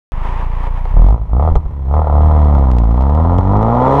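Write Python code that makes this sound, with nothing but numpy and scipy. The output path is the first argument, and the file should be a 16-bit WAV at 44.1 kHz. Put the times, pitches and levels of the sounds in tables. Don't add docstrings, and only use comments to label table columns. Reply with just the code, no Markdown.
import sys
import numpy as np
from scipy import signal
from scipy.fft import rfft, irfft
from scipy.io import wavfile
from scipy.ndimage import uniform_filter1d, minimum_filter1d

SR = 44100
rng = np.random.default_rng(int(sys.argv[2]) if len(sys.argv) > 2 else 0)


def store_pcm(level_fs):
    pcm = np.round(np.clip(level_fs, -1, 1) * 32767).astype(np.int16)
    wavfile.write(sys.argv[1], SR, np.atleast_2d(pcm).T)


N = 176400

# t/s, rate/Hz
BEAT_RATE = [(0.0, 20.86), (0.3, 28.3), (0.88, 29.46), (1.07, 45.65), (1.15, 58.07), (1.29, 47.7),
             (1.46, 81.4), (1.68, 74.84), (1.86, 64.82), (1.99, 78.52), (2.1, 72.46), (2.28, 77.44),
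             (2.52, 72.88), (2.87, 53.96), (3.22, 81.79), (3.46, 94.56), (3.82, 126.5), (4.0, 143.49)]
# t/s, level/dB
BAY_LEVEL = [(.13,-29.5),(.5,-30.5),(.9,-35),(1.2,-49),(1.7,-53.5),(2.5,-57),(4,-58)]
WHINE_LEVEL = [(.13,-37),(.9,-32),(1.2,-41.5),(1.75,-40),(2.1,-41.5),(2.6,-50),(4,-53.5)]
GRIT_LEVEL = [(2.1,-96),(2.25,-63),(2.8,-55),(3.1,-62),(3.7,-63),(4,-64)]
# t/s, level/dB
OVERLOAD_LEVEL = [(.13,-79),(.95,-72),(1.04,-52),(1.11,-49.5),(1.17,-102),(2.1,-82),(2.22,-70),(2.6,-67),(2.78,-56),(2.92,-75),(3.5,-89),(3.95,-75)]
# f/Hz, relative level/dB
WHINE_PARTIALS = [(5850,-44),(8781,-43.5),(11712,-40),(14625,-47)]
# f/Hz, relative level/dB
BAY_COLOUR = [(150,-8.5),(330,-11),(470,-10.5),(650,-9),(820,-6),(940,0.5),(1130,-6),(1500,-18),(1850,-16),(2400,-21),(3200,-28),(4200,-38),(6000,-44.5),(9000,-50),(15000,-62)]
TICK_COLOUR = [(500,-7.5),(2000,2),(4000,-5),(7000,-14),(11000,-22.5),(15000,-31)]
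HISS_COLOUR = [(300,-7.5),(1000,9),(1550,-4),(1950,-0.5),(2400,-8.5),(2750,-13.5),(3350,-8.5),(3800,-17.5),(4060,-12),(4600,-24.5),(5600,-21),(6600,-24.5),(8000,-29),(11000,-38),(15000,-49.5)]
RASP_COLOUR = [(100,-30.5),(250,-10.5),(345,-14),(450,-4),(640,-4),(730,-5),(870,-2),(1020,-1.5),(1110,-10.5),(1200,-12.5),(1380,-16),(1560,-27.5),(1900,-29),(2750,-46.5),(3400,-42),(5000,-56),(12000,-79)]
PIPE_COLOUR = [(100,-16.5),(180,-14),(260,-12),(340,-13.5),(405,5.5),(540,2),(630,0),(730,3),(860,3.5),(980,2),(1120,-4.5),(1240,-4),(1380,-12),(1540,-36.5),(1950,-28.5),(2300,-34.5),(2750,-53.5),(3400,-43),(5000,-65.5),(12000,-77.5)]
# t/s, level/dB (each on its own scale)
HISS_LEVEL = [(.13,-72),(.9,-57),(1.05,-48),(1.2,-62),(1.3,-59),(1.45,-47.5),(1.6,-60),(1.84,-58),(1.97,-48),(2.07,-53),(2.25,-44.5),(2.9,-51.5),(3.3,-47.5),(3.44,-49.5),(3.7,-45),(4,-33.5)]
RASP_LEVEL = [(.13,-52),(.9,-43.5),(1.05,-33),(1.25,-44),(1.45,-25),(1.62,-42.5),(1.82,-43.5),(1.95,-25.5),(2.4,-24.5),(2.88,-31.5),(3.2,-23),(3.43,-24.5),(3.75,-15.5),(4,-11.5)]
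RUMBLE_LEVEL = [(.13,-38),(.86,-36),(1.0,-22),(1.3,-28),(1.55,-22),(1.8,-30),(3.3,-29),(3.55,-24),(4,-28)]
BARK_LEVEL = [(.13,-55),(.88,-71),(.96,-24),(1.14,-30.5),(1.18,-38.5),(1.28,-48),(1.34,-27),(1.45,-19),(1.49,-15.5),(1.52,-56),(1.62,-48.5),(1.86,-50.5),(1.915,-22.5),(1.99,-15.5),(2.06,-29.5),(2.16,-18),(2.42,-22.5),(2.88,-32),(3.2,-22),(3.36,-19.5),(3.42,-28.5),(3.55,-14),(3.75,-14.5),(4,-16)]
BOOM_LEVEL = [(.13,-16),(.9,-14),(.94,-9.5),(.97,0.5),(1.03,-2.5),(1.14,-6.5),(1.18,-25),(1.22,-13),(1.27,-26.5),(1.33,-9),(1.48,-11),(1.52,-10.5),(1.61,-24.5),(1.73,-22.5),(1.84,-17),(1.97,-7),(2.06,-14),(2.16,-6),(2.8,-9),(3.3,-11),(3.37,-11),(3.41,-19),(3.5,-10.5),(3.75,-16.5),(4,-17.5)]
# t/s, thump f/Hz, thump level/dB, bark level/dB, crack level/dB
POPS = [(.668,60,-39,-23.5,-30),(0.854,60,-36,-25,-25),(1.514,42,2.5,-25,-71),(1.555,42.6,5,-14,-18),(1.562,110,-5,-25,-21.5),(1.657,45.2,-5.5,-37,-62),(2.22,80,-41,-28,-32),(2.55,80,-39,-16,-24),(3.384,91.8,1,-24,-19.5),(3.628,92,-24,-22,-18)]
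CYLINDERS = [-9, 0, -8, -1]
# t/s, share
LUMPINESS = [(1.15,.2),(1.3,1),(2.15,1),(2.45,.45),(3,.4),(3.4,.75),(4,.65)]
# beat rate/Hz, gain/dB
BRIGHT_RING = [(75,-32),(128,4.5)]
THROAT_RING = [(55,-14),(72,-4.5),(95,-17)]
# delay/s, level/dB
ECHOES = [(.0016,-12.5),(.0058,-19)]
# beat rate/Hz, slope/(dB per octave), half-rate throb/dB, lag per overtone/cycles
BOOM_SHAPE = [(29,-8.5,-47,0.091),(42.8,-9.5,-25,0.14),(52,-16,-18,0.044),(55.56,-10.5,-17,0.079),(78.7,-12,-12.5,0.12),(93,-9.5,-1,0.17),(129,-8.5,-4,0.16)]
# t/s, gain/dB
DRONE_GAIN = [(.13,-11),(.9,-21.5),(1.05,-0.5),(2,-10.5),(2.5,4),(3.3,6),(4,10)]

TIME = np.arange(N) / SR
BEAT_LEAD_S = .00041


def undb(db):
    return 10 ** (np.asarray(db) / 20)


def unit(x):
    return x / np.sqrt(np.mean(x ** 2))


def curve(rows, at=TIME):
    return np.interp(at, *np.array(rows).T)


def walk(rate_hz):
    hold = int(SR / rate_hz)
    steps = np.repeat(rng.standard_normal(N // hold + 1), hold)
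    return unit(uniform_filter1d(uniform_filter1d(steps, hold), hold)[:N])


def colour(x, points, size=4096):
    hz, db = np.array(points).T
    bin_hz = np.arange(size // 2 + 1) * SR / size
    gain = undb(np.interp(np.log(bin_hz + 1), np.log(hz), db))
    cepstrum = irfft(np.log(gain))
    cepstrum[1:size // 2] *= 2
    cepstrum[size // 2 + 1:] = 0
    ring = irfft(np.exp(rfft(cepstrum)))
    return signal.fftconvolve(x, ring / np.linalg.norm(ring))[:N]


def resonance(x, hz, width_hz):
    return signal.lfilter(*signal.iirpeak(hz, hz / width_hz, fs=SR), x)


def clicks(times, sizes):
    at = np.clip(times * SR, 0, N - 2)
    i, part = at.astype(int), at % 1
    return np.bincount(i, sizes * (1 - part), N) + np.bincount(i + 1, sizes * part, N)


def tyre_grit(count=260, spread_db=8):
    when, chance = rng.random((count, 2)).T
    sizes = undb(-spread_db * np.log(np.maximum(chance, .03)))
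    grains = unit(clicks(when * N / SR, sizes))
    return colour(grains * undb(curve(GRIT_LEVEL)), TICK_COLOUR)


def overload_ticks(times, sizes):
    ticks = unit(clicks(times + BEAT_LEAD_S, sizes))
    return colour(ticks * undb(curve(OVERLOAD_LEVEL)), TICK_COLOUR)


def engine_bay(phase, pulsing=.11, flicker_db=2.4):
    firing = 1 + pulsing * np.cos(2 * np.pi * 2 * phase)
    whirr = colour(rng.standard_normal(N) * firing, BAY_COLOUR) * undb(flicker_db * walk(25))
    pump_time = TIME + np.cumsum(.00022 * walk(12)) / SR
    whine = sum(undb(db) * np.sqrt(2) * np.sin(2 * np.pi * hz * pump_time) for hz, db in WHINE_PARTIALS)
    return whirr * undb(curve(BAY_LEVEL)) + whine * undb(curve(WHINE_LEVEL))


def near_bank_beats(phase, jitter_s=.00006, scatter_db=1.7, tick_scatter_db=7):
    beat = np.arange(int(phase[-1]) + 1)
    jitter, scatter, tick_scatter = rng.standard_normal((400, 3))[beat].T
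    times = np.interp(beat, phase, TIME) - BEAT_LEAD_S + jitter_s * jitter
    cylinder_db = np.array(CYLINDERS)[beat % len(CYLINDERS)] * curve(LUMPINESS, times)
    sizes = unit(undb(cylinder_db + scatter_db * scatter))
    return times, sizes, undb(tick_scatter_db * np.tanh(tick_scatter))


def gas_rumble(low_hz=23, high_hz=92):
    band = signal.butter(2, [low_hz, high_hz], "band", fs=SR, output="sos")
    return unit(signal.sosfilt(band, rng.standard_normal(N))) * undb(curve(RUMBLE_LEVEL))


def gas_puffs(beat_hz, times, sizes, hiss_boost_db=5.5):
    last = np.maximum(np.searchsorted(times, TIME) - 1, 0)
    age_beats = np.maximum(TIME - times[last], 0) * beat_hz

    def puffs(decay_beats, steady):
        envelope = sizes[last] * np.exp(-age_beats / decay_beats) + steady
        return unit(envelope * rng.standard_normal(N))

    rasp = puffs(decay_beats=.74, steady=.16) * undb(curve(RASP_LEVEL))
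    hiss = puffs(decay_beats=.65, steady=.6) * undb(curve(HISS_LEVEL) + hiss_boost_db)
    return colour(rasp, RASP_COLOUR) + colour(hiss, HISS_COLOUR)


def fuel_pops(thump_delay_s=.0037, thump_decay_s=.011):
    def burst(age, decay_s):
        return (age > 0) * np.exp(-age / decay_s) * rng.standard_normal(N)

    out = np.zeros(N)
    for start, hz, thump_db, bark_db, crack_db in POPS:
        age = np.maximum(TIME - start, 0)
        thump_age = np.maximum(age - thump_delay_s, 0)
        thump = np.sin(2 * np.pi * hz * thump_age) * np.exp(-thump_age / thump_decay_s)
        bark = colour(burst(age, decay_s=.012), PIPE_COLOUR)
        crack = colour(burst(age, decay_s=.0014), HISS_COLOUR)
        out += undb(thump_db) * thump + undb(bark_db) * bark + undb(crack_db) * crack
    return out


def pipe_bark(beat_hz, times, sizes):
    kicks = clicks(times, sizes) * np.sqrt(SR / beat_hz)
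    bark = colour(kicks * undb(curve(BARK_LEVEL)), PIPE_COLOUR)
    bright = resonance(bark, hz=910, width_hz=160) * undb(curve(BRIGHT_RING, beat_hz))
    throat = resonance(bark, hz=685, width_hz=170) * undb(curve(THROAT_RING, beat_hz))
    direct = bark + bright + throat
    return direct + sum(undb(db) * np.interp(TIME - delay, TIME, direct) for delay, db in ECHOES)


def pipe_boom(beat_hz, phase, drone_hz=246, drone_width_hz=110, wander_db=.4):
    rates, *columns = np.array(BOOM_SHAPE).T
    slope, throb_db, lag = (np.interp(beat_hz, rates, column) for column in columns)
    wave = undb(throb_db) * np.cos(np.pi * phase)
    for k in range(1, 9):
        detuning = 2 * (k * beat_hz - drone_hz) / drone_width_hz
        harmonic_db = slope * np.log2(k) + curve(DRONE_GAIN) / (1 + detuning ** 2)
        wave -= undb(harmonic_db) * np.cos(2 * np.pi * (k * phase - (k - 1) * lag))
    return np.sqrt(2) * wave * undb(curve(BOOM_LEVEL) + wander_db * walk(30))


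def scene():
    beat_hz = curve(BEAT_RATE)
    phase = np.cumsum(beat_hz) / SR - .06
    low_end = gas_rumble() + pipe_boom(beat_hz, phase)
    times, sizes, tick_sizes = near_bank_beats(phase)
    exhaust = low_end + gas_puffs(beat_hz, times, sizes) + fuel_pops() + pipe_bark(beat_hz, times, sizes)
    return (exhaust + engine_bay(phase) + tyre_grit() + overload_ticks(times, tick_sizes))[None]


def record(dry, start_s=.12, ceiling=1.0, limiter_s=.001, top_hz=16000):
    size = int(limiter_s * SR)
    gain = minimum_filter1d(ceiling / np.maximum(np.abs(dry), ceiling), 2 * size)
    smooth_gain = uniform_filter1d(uniform_filter1d(gain, size), size)
    live = dry * smooth_gain * (TIME >= start_s)
    return signal.sosfilt(signal.ellip(8, .2, 70, top_hz, fs=SR, output="sos"), live)


dry = scene()
out = record(dry)
store_pcm(out)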